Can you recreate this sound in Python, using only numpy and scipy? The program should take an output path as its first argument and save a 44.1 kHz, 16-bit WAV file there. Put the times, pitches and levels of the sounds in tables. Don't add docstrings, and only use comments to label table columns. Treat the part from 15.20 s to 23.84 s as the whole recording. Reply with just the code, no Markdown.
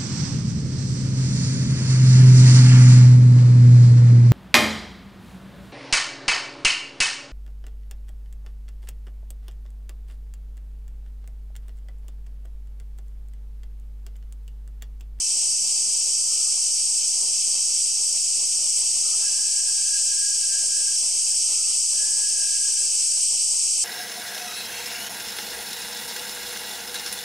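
import sys
import numpy as np
from scipy import signal
from scipy.fft import rfft, irfft
from scipy.io import wavfile
from scipy.ndimage import uniform_filter1d

SR = 44100
rng = np.random.default_rng(int(sys.argv[2]) if len(sys.argv) > 2 else 0)


def wav_out(sig):
    wavfile.write(sys.argv[1], SR, np.round(np.clip(np.atleast_2d(sig).T, -1, 1) * 32767).astype(np.int16))


N = 381024
T_S = np.arange(N) / SR
HZ = np.fft.rfftfreq(N, 1 / SR)

# freq_hz, density_db
SHRILL_COLOUR = [(4500, -120), (6200, -42), (6900, -17), (7400, -2), (7900, 2.5), (8500, 1.5), (9300, -6),
                 (10200, -17), (11200, -25.5), (12500, -29.5), (14000, -31), (14800, -36), (15200, -47)]
BUZZ_COLOUR = [(3000, -120), (4100, -48), (4380, -18.5), (4700, -3), (5000, -3), (5500, 0.5), (6200, 0.5),
               (7100, -2.5), (7600, -6.5), (9000, -40), (12000, -120)]
RASP_COLOUR = [(1900, -120), (2050, -50), (2150, -22), (2225, -6.5), (2530, -4.5), (2630, 3), (2740, -2.5),
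               (3150, 0.5), (3400, -4), (3560, -7), (3780, -7), (3950, -1), (4200, 0), (4380, -2.5),
               (4700, -22), (6000, -120)]
# start_db, growth_db_per_s
SHRILL_DB, BUZZ_DB, RASP_DB = (-25, 0.14), (-25.5, -0.093), (-44, 0.15)
PAN_DB_PER_S = 0.04

# freq_hz, correlation (-1..1)
PORT_LIKENESS = [(15, -1), (32, 0.5), (70, .45), (200, 0.2), (330, -0.05), (500, 0.4), (640, -0.6),
                 (800, 0.5), (1200, -0.02), (1900, 0), (2300, 0.5), (2900, 0.83), (3700, 0.45),
                 (4700, 0.75), (6200, 0.78), (7100, 0.85), (7900, 0.67), (8800, .5), (9500, 0.5),
                 (12000, 0.5), (14500, 0.2)]
# freq_hz, lead_rad
LEFT_LEAD = [(2000, -0.091), (5300, 0.045), (7100, -0.041), (7600, 0.31), (8300, -0.089), (9100, -.25),
             (9900, 0.36), (11000, 0)]
# freq_hz, tilt_db
LEFT_TILT = [(30, -3), (100, 0), (250, -4.5), (640, -4), (1100, -5), (1900, -2.5), (2600, 2), (4500, .5),
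             (5600, -0.5), (6700, 0.5), (7800, 0), (9400, 1.5), (11000, 0), (13000, 0), (14800, -1)]

# start_s, hold_s, drop_s, tail_s, level_db, flutter_db (rms), blur (0-1, echo over tone)
WHINES = [(3.9, 1.66, .14, .37, -51.5, 3.0, .65), (6.69, .62, .33, .27, -48.5, 1.2, .3)]
# time_s, upper_hz, lower_hz, lower_over_upper_db
WHINE_VOICES = [
    [(3.9, 1632, 1618, -3), (4.35, 1648, 1618, -7), (4.55, 1647, 1612, 2), (4.7, 1650, 1612, 1.5),
     (5.06, 1633, 1618, -8), (5.25, 1630, 1603, 3), (5.32, 1682, 1600, 1), (5.56, 1680, 1610, 2),
     (5.62, 1630, 1615, 2), (6.2, 1650, 1610, 0)],
    [(6.7, 1656, 1618, -16), (7.1, 1655, 1605, -14), (7.2, 1648, 1603, -5), (7.45, 1637, 1616, -6),
     (7.7, 1645, 1620, -3), (8.1, 1640, 1600, 0)],
]
# time_s, change_db
WHINE_SURGES = [(4.23, 3), (4.45, -6), (4.6, 6), (4.85, -8), (5.06, 9), (5.55, 5), (6.14, 4), (6.98, -6),
                (7.52, -5), (7.77, -7), (7.95, 5)]
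SURGE_S, FLUTTERS_PER_S = 0.024, 14.0
WHINE_RISE_S, WHINE_START_DB, WHINE_TAIL_DB = .12, -22, -13
TAIL_BLUR = 1.2

# centre_s, length_s, centre_hz, width_hz, level_db
SWELLS = [(1.3, .6, 1260, 260, -57), (3.97, 0.41, 1280, 240, -54.5), (6.45, 0.41, 1295, 260, -58)]
# centre_hz, width_hz, level_db
HUM_BANDS = [(385, 92, -62), (648, 112, -57)]
# freq_hz, density_db
WASH_COLOUR = [(10, -6.5), (24, -6), (48, -16), (91, -28), (140, -21), (200, -14.5), (380, -10.5),
               (500, -13), (920, -10.5), (1300, -13.5), (1500, -14), (1750, -21.5), (1920, -20.5),
               (2020, -9), (2200, -17.5), (2400, -59), (3000, -120)]
# time_s, level_db
WASH_LEVEL = [(0, -55.5), (1.5, -55.5), (3.1, -56.5), (3.9, -54), (4.6, -57.5), (5.6, -56), (6.5, -55.5),
              (7.5, -56.5), (8.64, -56.5)]
# freq_hz, depth_db
GAP_DEPTH = [(30, 1.4), (70, 8), (140, 32), (300, 7), (1000, 8), (1350, 30), (1700, 50), (2100, 22)]
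# freq_hz, share (0-1)
GAP_SHARE = [(100, 0.51), (250, 0.11), (1100, 0.22), (1450, 0.68), (1750, 0.85), (1920, 0.62), (2020, 0.32),
             (2200, 0.1)]
GAPS_EARLY, GAPS_LATE, GAPS_FILL_AT_S, GAPS_FILL_S = .13, -.09, 3.74, .3
RUMBLE_START_DB, RUMBLE_FADE_S, RUMBLE_END_DB, RUMBLE_WAVER_DB = 11, 3.5, -2, 3.0

EDGE_HZ = 15250
OFFSET = -.00357


def clicks(per_s, jitter, count=90):
    steps = int(1.5 * per_s * N / SR)
    period = SR / (per_s * rng.uniform(.75, 1.25, (count, 1)))
    intervals = period * (1 + jitter * rng.uniform(-1, 1, (count, steps)))
    at = np.cumsum(intervals, axis=1) - 2 * period
    loudness = amp(2.2 * rng.standard_normal((count, 1)))
    size = loudness * (-1.) ** np.arange(steps)
    keep = (at >= 0) & (at < N)
    direct = np.bincount(at[keep].astype(int), size[keep], N)
    smear = rng.standard_normal(600) * amp(-60 * np.arange(600) / SR / .012)
    echo = irfft(np.exp(1j * np.angle(rfft(smear, 4096))), 4096)
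    return evened(signal.oaconvolve(direct, echo)[:N])


def crowd(colour, level_db, per_s, jitter, throb_db, throbs_per_s):
    pair = ports(clicks(per_s, jitter), clicks(per_s, jitter), colour)
    return pair * amp(level_db + throb_db * drift(throbs_per_s))


def chorus():
    shrill_db, buzz_db, rasp_db = (
        start_db + growth * T_S for start_db, growth in (SHRILL_DB, BUZZ_DB, RASP_DB))
    out = crowd(SHRILL_COLOUR, shrill_db, per_s=400, jitter=.3, throb_db=0.44, throbs_per_s=25)
    out = out + crowd(BUZZ_COLOUR, buzz_db, per_s=350, jitter=.3, throb_db=0.01, throbs_per_s=20)
    out = out + crowd(RASP_COLOUR, rasp_db, per_s=260, jitter=.3, throb_db=1.0, throbs_per_s=15)
    pan_db = PAN_DB_PER_S * (T_S - T_S.mean())
    return out * amp(np.outer([.5, -.5], pan_db))


def whine(call, voices):
    start_s, hold_s, drop_s, tail_s, level_db, flutter_db, blur = call
    at_s = start_s + np.cumsum([0, WHINE_RISE_S, hold_s, drop_s, tail_s])
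    shape_db = np.interp(T_S, at_s, [WHINE_START_DB, 0, 0, WHINE_TAIL_DB, WHINE_TAIL_DB - 3.0])
    surge_db = sum(db * np.exp(-((T_S - s) / SURGE_S) ** 2) for s, db in WHINE_SURGES)
    blur = np.interp(T_S, at_s[2:4], [blur, TAIL_BLUR])
    time_s, *columns = np.transpose(voices)
    upper_hz, lower_hz, lower_db = (np.interp(T_S, time_s, c) for c in columns)

    out = np.zeros((2, N))
    for hz, voice_db in ((upper_hz, 0), (lower_hz, lower_db)):
        angle = 2 * np.pi * np.cumsum(hz + 2.0 * drift(11.7)) / SR
        lead = .45 + np.minimum(blur, .6) * drift(6.0)
        tone = np.sqrt(2) * np.sin([angle - 1.65 * lead, angle + .5 * lead])
        tone = tone * amp([[-2.2], [3.0]])
        noises = rng.standard_normal((2, N))
        echo = np.array([evened(resonate(resonate(v, hz, 90.0), hz, 90.0)) for v in noises])
        echo = echo * amp([[-1.5], [2.5]])
        flutter = amp(voice_db + flutter_db * drift(FLUTTERS_PER_S))
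        out += flutter * (tone + blur * echo)

    out *= amp(level_db + shape_db + surge_db) / np.sqrt((1 + amp(2 * lower_db)) * (1 + blur ** 2))
    edge_fade = np.clip(np.minimum(T_S - at_s[0], at_s[-1] - T_S) / 0.041, 0, 1)
    return out * edge_fade


def swells():
    out = np.zeros(N)
    for centre_s, length_s, hz, width_hz, level_db in SWELLS:
        band = resonate(resonate(rng.standard_normal(N), hz, width_hz), hz, width_hz)
        envelope = np.exp(-((T_S - centre_s) / (length_s / 2)) ** 2)
        out += amp(level_db) * envelope * evened(band)
    return out * amp([[-1.5], [1.5]])


def hum():
    out = np.zeros((2, N))
    for hz, width_hz, level_db in HUM_BANDS:
        both, left, right = rng.standard_normal((3, N))
        sources = (1.23 * both + left, right - 1.16 * both)
        bands = np.array([evened(resonate(v, hz, width_hz)) for v in sources])
        out += bands * amp(level_db + 2.3 * drift(8.5)) * amp([[-.8], [.8]])
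    return out


def wash():
    far = ports(*rng.standard_normal((2, N)), WASH_COLOUR)
    pair = far * amp(np.interp(T_S, *np.transpose(WASH_LEVEL))) + hum() + swells()
    hz, t_s, z = signal.stft(pair, SR, nperseg=2048, noverlap=1536)

    patches = uniform_filter1d(rng.standard_normal(z.shape[1:]), size=3, axis=0)
    patches = evened(uniform_filter1d(patches, size=5, axis=1))
    rank = 1 / (1 + np.exp(-1.7 * patches))
    early = 1 / (1 + np.exp((t_s - GAPS_FILL_AT_S) / GAPS_FILL_S))
    extra = GAPS_LATE + (GAPS_EARLY - GAPS_LATE) * early
    share = read(GAP_SHARE, hz)[:, None] + np.outer(np.exp(-((hz - 1650) / 350) ** 2), extra)
    gap = 1 / (1 + np.exp((rank - share) / 0.027))
    gap_db = gap * read(GAP_DEPTH, hz)[:, None]

    flicker = evened(uniform_filter1d(rng.standard_normal(len(t_s)), size=3))
    flicker_db = 1.9 * flicker - 6.0 * np.maximum(-flicker - 1.6, 0)
    rumble_db = RUMBLE_END_DB + (RUMBLE_START_DB - RUMBLE_END_DB) * np.exp(-t_s / RUMBLE_FADE_S)
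    rumble_db = rumble_db + RUMBLE_WAVER_DB * np.interp(t_s, T_S, drift(6.0))
    bump_db = np.outer(np.exp(-((hz - 140) / 60) ** 2), rumble_db)

    field_db = bump_db + flicker_db - gap_db
    return signal.istft(z * amp(field_db), SR, nperseg=2048, noverlap=1536)[1][:, :N]


def ports(a, b, colour):
    turn = np.arccos(np.clip(read(PORT_LIKENESS, HZ), -1, 1)) / 2
    mid, side = rfft(a) * np.cos(turn), rfft(b) * np.sin(turn)
    lean = amp(read(LEFT_TILT, HZ) / 2) * np.exp(.5j * read(LEFT_LEAD, HZ))
    spectra = np.array([(mid + side) * lean, (mid - side) / lean])
    pair = irfft(spectra * amp(read(colour, HZ)), N)
    return pair / np.sqrt(np.mean(pair.mean(0) ** 2))


def resonate(x, hz, width_hz):
    turn = np.exp(2j * np.pi * np.cumsum(hz * np.ones(len(x))) / SR)
    r = np.exp(-np.pi * width_hz / SR)
    smooth = signal.lfilter([1], np.convolve([1, -r], [1, -r]), x / turn + 1e-18)
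    return (turn * smooth).real


def drift(per_s):
    return evened(irfft(rfft(rng.standard_normal(N)) * np.exp(-(HZ / per_s) ** 2), N))


def read(points, hz):
    f_hz, value = np.transpose(points)
    return np.interp(np.log(hz + 1), np.log(f_hz + 1), value)


def evened(x):
    return x / np.sqrt(np.mean(x ** 2) + 1e-20)


def amp(db):
    return 10 ** (np.asarray(db) / 20)


def scene():
    whines = sum(whine(call, voices) for call, voices in zip(WHINES, WHINE_VOICES))
    return chorus() + whines + wash()


def record(dry):
    lowpass = signal.firwin(1023, EDGE_HZ, window=("kaiser", 9), fs=SR)
    return signal.oaconvolve(dry, lowpass[None], "same") + OFFSET


dry = scene()
out = record(dry)
wav_out(out)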